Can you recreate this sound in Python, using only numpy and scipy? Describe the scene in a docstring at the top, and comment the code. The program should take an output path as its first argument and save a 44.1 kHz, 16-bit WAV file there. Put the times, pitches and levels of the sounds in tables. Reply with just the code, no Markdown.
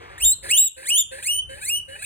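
"""A guinea pig in a mug on a kitchen counter, close to a phone's stereo microphone, over a low rumble.
It rustles and gives a low breathy whine that breaks into a rising squeal, the harmonics sweeping
through fixed throat resonances. Five such calls come, the first three jumping to a whistle; from the
third on, short squeaks lead in. The last two squeals ring on faintly, and a sixth call only begins.
The kitchen adds a short echo to each call."""
import sys
import numpy as np
from scipy import signal
from scipy.fft import rfft, irfft
from scipy.io import wavfile
from scipy.ndimage import uniform_filter1d

SR = 44100
rng = np.random.default_rng(int(sys.argv[2]) if len(sys.argv) > 2 else 0)


def int16_out(signal):
    """Quantize to a 16-bit WAV file."""
    q = np.round(np.clip(np.atleast_2d(signal).T, -1, 1) * 32767)
    wavfile.write(sys.argv[1], SR, q.astype(np.int16))


N = 90404

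# resonances of the nearly closed mouth: frequency_hz, gain_db
MOUTH = [(400, 17), (530, 4), (680, -9.5), (1250, -20), (1500, 0.5), (1700, 8.5), (2050, -13), (2500, 6.5),
         (3100, -22), (4000, -4.5), (5500, -26.5), (7200, -11.5), (9000, -1), (11000, -15), (14500, -26),
         (16000, -17)]
LOW_VOICE_JITTER, LOW_VOICE_EDGE_S = 0.018, 0.02  # whines and squeaks; jitter is a fraction of pitch


def undb(db):
    """Decibels to gain."""
    return 10 ** (np.asarray(db) / 20)


def times():
    """Time of every sample in seconds."""
    return np.arange(N) / SR


def gain_at(hz, curve):
    """Gain read from a curve of frequency_hz, gain_db."""
    curve_hz, db = np.array(curve).T
    return undb(np.interp(np.log(np.maximum(hz, 1)), np.log(curve_hz), db))


def colour(x, curve):
    """Filter a sound by a curve of frequency_hz, gain_db."""
    hz = np.fft.rfftfreq(2 * N, 1 / SR)
    return irfft(rfft(x, 2 * N) * gain_at(hz, curve))[..., :N]


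def noise(curve):
    """Coloured noise of rms 1."""
    x = colour(rng.standard_normal(N), curve)
    return x / x.std()


def wander(hz):
    """Smooth random motion of spread 1, up to the given rate."""
    x = signal.sosfilt(signal.butter(4, hz, fs=SR, output="sos"), rng.standard_normal(N))
    return x / x.std()


def gate(start, end, edge_s):
    """On between two times, with soft edges."""
    t = times()
    inside_s = np.minimum(t - start, end - t)
    return np.sin(np.pi / 2 * np.clip(inside_s / edge_s + .5, 0, 1)) ** 2


def swells(rows):
    """Sum of bell-shaped swells: centre_s, half_length_s, level_db."""
    return sum(undb(db) * np.exp(-((times() - at) / length) ** 2) for at, length, db in rows)


def harmonics(hz, weights_db, tilt_db, tract):
    """Harmonics of a moving pitch, tilted per octave and weighted by the resonances they pass through."""
    phase = 2 * np.pi * np.cumsum(hz) / SR
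    voice = 0
    for k, db in enumerate(weights_db, 1):
        gain = undb(db + tilt_db * np.log2(k)) * gain_at(k * hz, tract)
        voice += gain * (k * hz < SR / 2) * np.sin(k * phase)
    return np.sqrt(2) * voice


def rumble():
    """Room tone and one soft low bump, as of a hand on the phone, both stronger on the left."""
    # colour of the room tone: frequency_hz, gain_db
    tone_colour = [(20, -35), (45, -6.5), (65, 4), (100, -2), (160, -10), (240, -21.5), (400, -17.5),
                   (700, -27.5), (1500, -27.5), (4000, -60), (9000, -38), (16000, -50)]
    # its rise and fall: time_s, gain_db
    tone_level = [(0, -56.5), (.5, -53), (.66, -68.5), (1.0, -59.5), (1.2, -58.5), (1.5, -53.5),
                  (2.05, -57)]
    # the bump: centre_s, half_length_s, level_db
    bumps = [(.255, 0.039, -35)]
    bump_hz, bump_wobble, left_over_right_db = 54.2, 0.186, 6
    tone = noise(tone_colour) + 1.04 * np.array([noise(tone_colour), noise(tone_colour)])
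    tone *= undb(np.interp(times(), *np.array(tone_level).T))
    hz = bump_hz * (1 + bump_wobble * wander(hz=40.4))
    bump = np.sqrt(2) * np.sin(2 * np.pi * np.cumsum(hz) / SR) * swells(bumps)
    return (tone + bump) * undb(np.array([[.5], [-.5]]) * left_over_right_db)


def whines():
    """A breathy low note through the nearly closed mouth holds, then bends up as the voice fades."""
    # whines that open the calls: start_s, end_s, start_pitch_hz, end_pitch_hz, voice_db, hiss_db
    notes = [(.01, 0.092, 467, 510, -54, -82), (0.098, 0.179, 551.4, 627, -50, -84),
             (0.431, 0.499, 536, 630, -45.5, -35), (0.77, 0.869, 514.4, 634, -47.5, -42.5),
             (1.117, 1.22, 515.8, 652, -40.5, -40.5), (1.494, 1.613, 529, 673.5, -42.5, -44.5),
             (1.884, 2.001, 533.7, 696, -44, -46)]
    # colour of the breath: frequency_hz, gain_db
    hiss_colour = [(200, -21), (450, 1.5), (700, -10.5), (1300, -16.5), (1700, 8.5), (2200, -7.5),
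                   (2600, -7.5), (3300, -19), (4100, -5), (5600, -19), (7200, -15), (9100, -1), (11000, -9),
                   (13000, -24), (14500, -20), (16000, -22)]
    bend_power, fade_db, hiss_swell_db = 2.1, -19, 0.5
    t, out = times(), np.zeros(N)
    shake = 1 + LOW_VOICE_JITTER * wander(hz=333)
    hiss = noise(hiss_colour)
    for start, end, low_hz, high_hz, voice_db, hiss_db in notes:
        envelope = gate(start, end, LOW_VOICE_EDGE_S)
        on = envelope > 0
        progress = np.clip((t[on] - start) / (end - start), 0, 1)
        bend = progress ** bend_power
        hz = (low_hz + (high_hz - low_hz) * bend) * shake[on]
        voice = harmonics(hz, [voice_db] * 20, tilt_db=-4, tract=MOUTH) * undb(fade_db * bend)
        breath = undb(hiss_db + hiss_swell_db * (progress - 1)) * hiss[on]
        out[on] += envelope[on] * (voice + breath)
    return out


def rustles():
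    """Fur and paws brush softly inside the mug."""
    # the animal's movements: centre_s, half_length_s, level_db
    fidgets = [(.03, 0.036, -47.5), (.135, 0.12, -44.5), (.46, 0.016, -42.5)]
    # colour of the rustle: frequency_hz, gain_db
    fur_colour = [(150, -30), (370, 1), (700, -2), (1700, 0.5), (4000, -15), (12000, -38)]
    return swells(fidgets) * noise(fur_colour)


def squeals():
    """Rising squeals: rough and airy on the way up and where the voice cracks, clean on the held note."""
    # one contour per squeal: time_s, pitch_hz, level_db, tilt_db_per_octave
    contours = [
        [(.18, 1696, -23, -14), (.195, 2040, -36.5, -3.5), (.21, 2506, -28, -1.5), (.23, 2970, -22, 2),
         (.245, 3222, -17.5, 0.5), (.249, 3646, -12.5, -0.5), (.28, 3697, -12.5, -1.5), (.315, 3781, -24, 4),
         (.335, 4104, -13.5, -4.5), (.346, 4140, -25.5, -18)],
        [(.49, 1648, -25, -4), (.5, 2025, -20.5, -3), (.516, 2523, -14, 0), (.53, 2815, -12.5, -6.5),
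         (.546, 2990, -14.5, -2.5), (.565, 3120, -23.5, 3.5), (.573, 3315, -14, -1), (.578, 3616, -10, -1.5),
         (.6, 3795, -23, 7), (.63, 3875, -23, 2.5), (.655, 3868, -31.5, 6.5), (.673, 3784, -24, 0.5),
         (.686, 3430, -26, -0.5)],
        [(.855, 1506, -37, -1.5), (.875, 2010, -25.5, -1), (.89, 2274, -24, 1.5), (.903, 2654, -17, -0.5),
         (.92, 2898, -15, -8), (.95, 3033, -18, 0), (.972, 3236, -13.5, -3), (.981, 3555, -12, -0.5),
         (.998, 3601, -12, -2), (1.012, 3562, -17, 0.5), (1.028, 3166, -16, -10)],
        [(1.226, 1486, -41, 0.5), (1.25, 2004, -30, 0), (1.272, 2357, -23.5, 1), (1.292, 2828, -17.5, -3.5),
         (1.326, 2961, -21.5, -1), (1.368, 3010, -29.5, 3.5), (1.395, 3044, -14.5, -9.5),
         (1.413, 3047, -25, -20)],
        [(1.635, 1672, -48.5, 4.5), (1.66, 2000, -31.5, 2), (1.68, 2187, -28, 1), (1.7, 2567, -19, -1),
         (1.71, 2794, -21, -3.5), (1.74, 2876, -21.5, -0.5), (1.78, 2999, -24.5, -1.5),
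         (1.802, 2873, -30.5, -7)],
    ]
    # resonances of the open throat and mouth: frequency_hz, gain_db
    throat = [(1500, -5.5), (2000, -11.5), (2500, -9), (2900, -1), (3200, -10.5), (3650, -12),
              (3900, -12.5), (4500, -15), (5400, -19), (6000, -13), (6700, -9), (7400, 0), (7800, 2.5),
              (8400, -8), (9400, 6), (10400, -8), (11500, 2), (12300, -17.5), (13300, -11), (14700, -10),
              (16000, -19)]
    # harmonics of the vocal folds, from the fundamental up: level_db
    folds_db = [0, 0.5, -3.5, -3.5, -4.5, -5.5, -22, -5]
    # cracks in the voice: centre_s, half_length_s, roughness (0-1)
    cracks = [(0.206, 0.0064, 0.9), (0.577, .003, 0.2), (0.332, 0.0084, 0.26), (0.512, 0.0043, 0.7),
              (0.673, 0.0037, 0.1), (0.907, 0.0052, 0.52), (1.272, 0.0058, 0.15)]
    whistle_hz = 2440  # the voice is rougher below this pitch
    held_jitter, glide_jitter, rasp_jitter = 0.00091, 0.017, 0.063  # fractions of pitch
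    held_air_db, glide_air_db, rasp_air_db = -55, -17.5, -26
    t, out = times(), np.zeros(N)
    rasp = sum(roughness * np.exp(-((t - at) / length) ** 2) for at, length, roughness in cracks)
    shake = wander(hz=492)
    air = noise([(500, -16)] + throat)
    for contour in contours:
        time_s, *columns = np.array(contour).T
        hz, db, tilt = (uniform_filter1d(np.interp(t, time_s, column), size=90) for column in columns)
        strain = 1 / (1 + (hz / whistle_hz) ** 20)
        jitter = held_jitter + glide_jitter * strain + rasp_jitter * rasp
        rough_hz = hz * (1 + jitter * shake)
        breath = air * (undb(held_air_db) + undb(glide_air_db) * strain + undb(rasp_air_db) * rasp)
        envelope = undb(db) * gate(time_s[0], time_s[-1], edge_s=0.0035)
        on = envelope > 0
        out[on] += envelope[on] * (harmonics(rough_hz[on], folds_db, tilt[on], throat) + breath[on])
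    return out


def squeaks():
    """Quick low upward glides whose harmonics chirp through the mouth's resonances."""
    # lead-ins to the later calls: start_s, end_s, start_pitch_hz, end_pitch_hz, level_db,
    # tilt_db_per_octave
    glides = [(0.828, 0.851, 788, 1214, -38, -3.5), (1.185, 1.21, 797, 1033, -37, -6),
              (1.224, 1.244, 782, 919, -46.5, 2.5), (1.571, 1.607, 771, 955, -40, -7.5),
              (1.613, 1.646, 745, 878, -45, 2), (1.953, 1.974, 762, 938, -36.5, -6.5),
              (1.99, 2.032, 605, 727, -48, 0.5), (2.02, 2.037, 761, 887, -43.5, 2.5),
              (2.039, 2.054, 1143, 1400, -38, 2.5)]
    t, out = times(), np.zeros(N)
    shake = 1 + LOW_VOICE_JITTER * wander(hz=336)
    for start, end, low_hz, high_hz, db, tilt_db in glides:
        envelope = gate(start, end, LOW_VOICE_EDGE_S)
        on = envelope > 0
        hz = np.interp(t[on], [start, end], [low_hz, high_hz]) * shake[on]
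        out[on] += envelope[on] * harmonics(hz, [db] * 20, tilt_db, MOUTH)
    return out


def rings():
    """After each of the last two squeals, its pitch swells once more as a faint pure tone."""
    # ringing tones: centre_s, half_length_s, pitch_hz, level_db
    tones = [(1.532, 0.017, 2996, -39.5), (1.942, 0.026, 2940, -37)]
    return sum(swells([(at, length, db)]) * np.sin(2 * np.pi * hz * times())
               for at, length, hz, db in tones)


def kitchen(x):
    """Direct sound and worktop reflection reach the two microphone ports; the room adds a short tail."""
    # phase of the left port ahead of the right: frequency_hz, lead_rad
    port_phase = [(100, 0.5), (500, -2.15), (1600, -2.02), (2900, 1.66), (3700, 1.5), (7500, 5.5),
                  (15200, 13.5)]
    # the kitchen's echo against the direct sound: frequency_hz, gain_db
    echo_colour = [(500, -10.5), (2000, -15), (3000, -6), (3800, -13), (7500, -14), (9500, -13.5),
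                   (11500, -28)]
    worktop_delay_s, worktop_db = 0.00091, -22
    room_delay_s, treble_from_hz = 0.0012, 5000
    t, hz = times(), np.fft.rfftfreq(2 * N, 1 / SR)

    def decay(t60_s):
        """Envelope of the tail, with energy near 1."""
        return undb(-60 * t / t60_s) * (t > room_delay_s) * np.sqrt(2 * np.log(1000) / (t60_s * SR))

    reflection = undb(worktop_db) * np.exp(-2j * np.pi * hz * worktop_delay_s)
    near_spectrum = rfft(x, 2 * N) * (1 + reflection)
    lead = np.interp(hz, *np.array(port_phase).T)
    near = irfft(near_spectrum * np.exp(.5j * np.array([lead, -lead])))[:, :N]
    scatter = rng.standard_normal((2, N))
    low = signal.sosfiltfilt(signal.butter(4, treble_from_hz, fs=SR, output="sos"), scatter)
    treble = scatter - low
    tail = colour(low * decay(t60_s=0.38) + treble * decay(t60_s=0.29), echo_colour)
    return near + signal.fftconvolve(x[None], tail, axes=1)[:, :N]


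def scene():
    """The guinea pig at close range, with the kitchen around it."""
    return kitchen(squeals() + whines() + squeaks() + rustles()) + rings() + rumble()


def record(dry):
    """The phone cuts the highest treble steeply."""
    top_hz = 15900
    return signal.sosfilt(signal.ellip(10, .2, 80, top_hz, fs=SR, output="sos"), dry)


dry = scene()
out = record(dry)
int16_out(out)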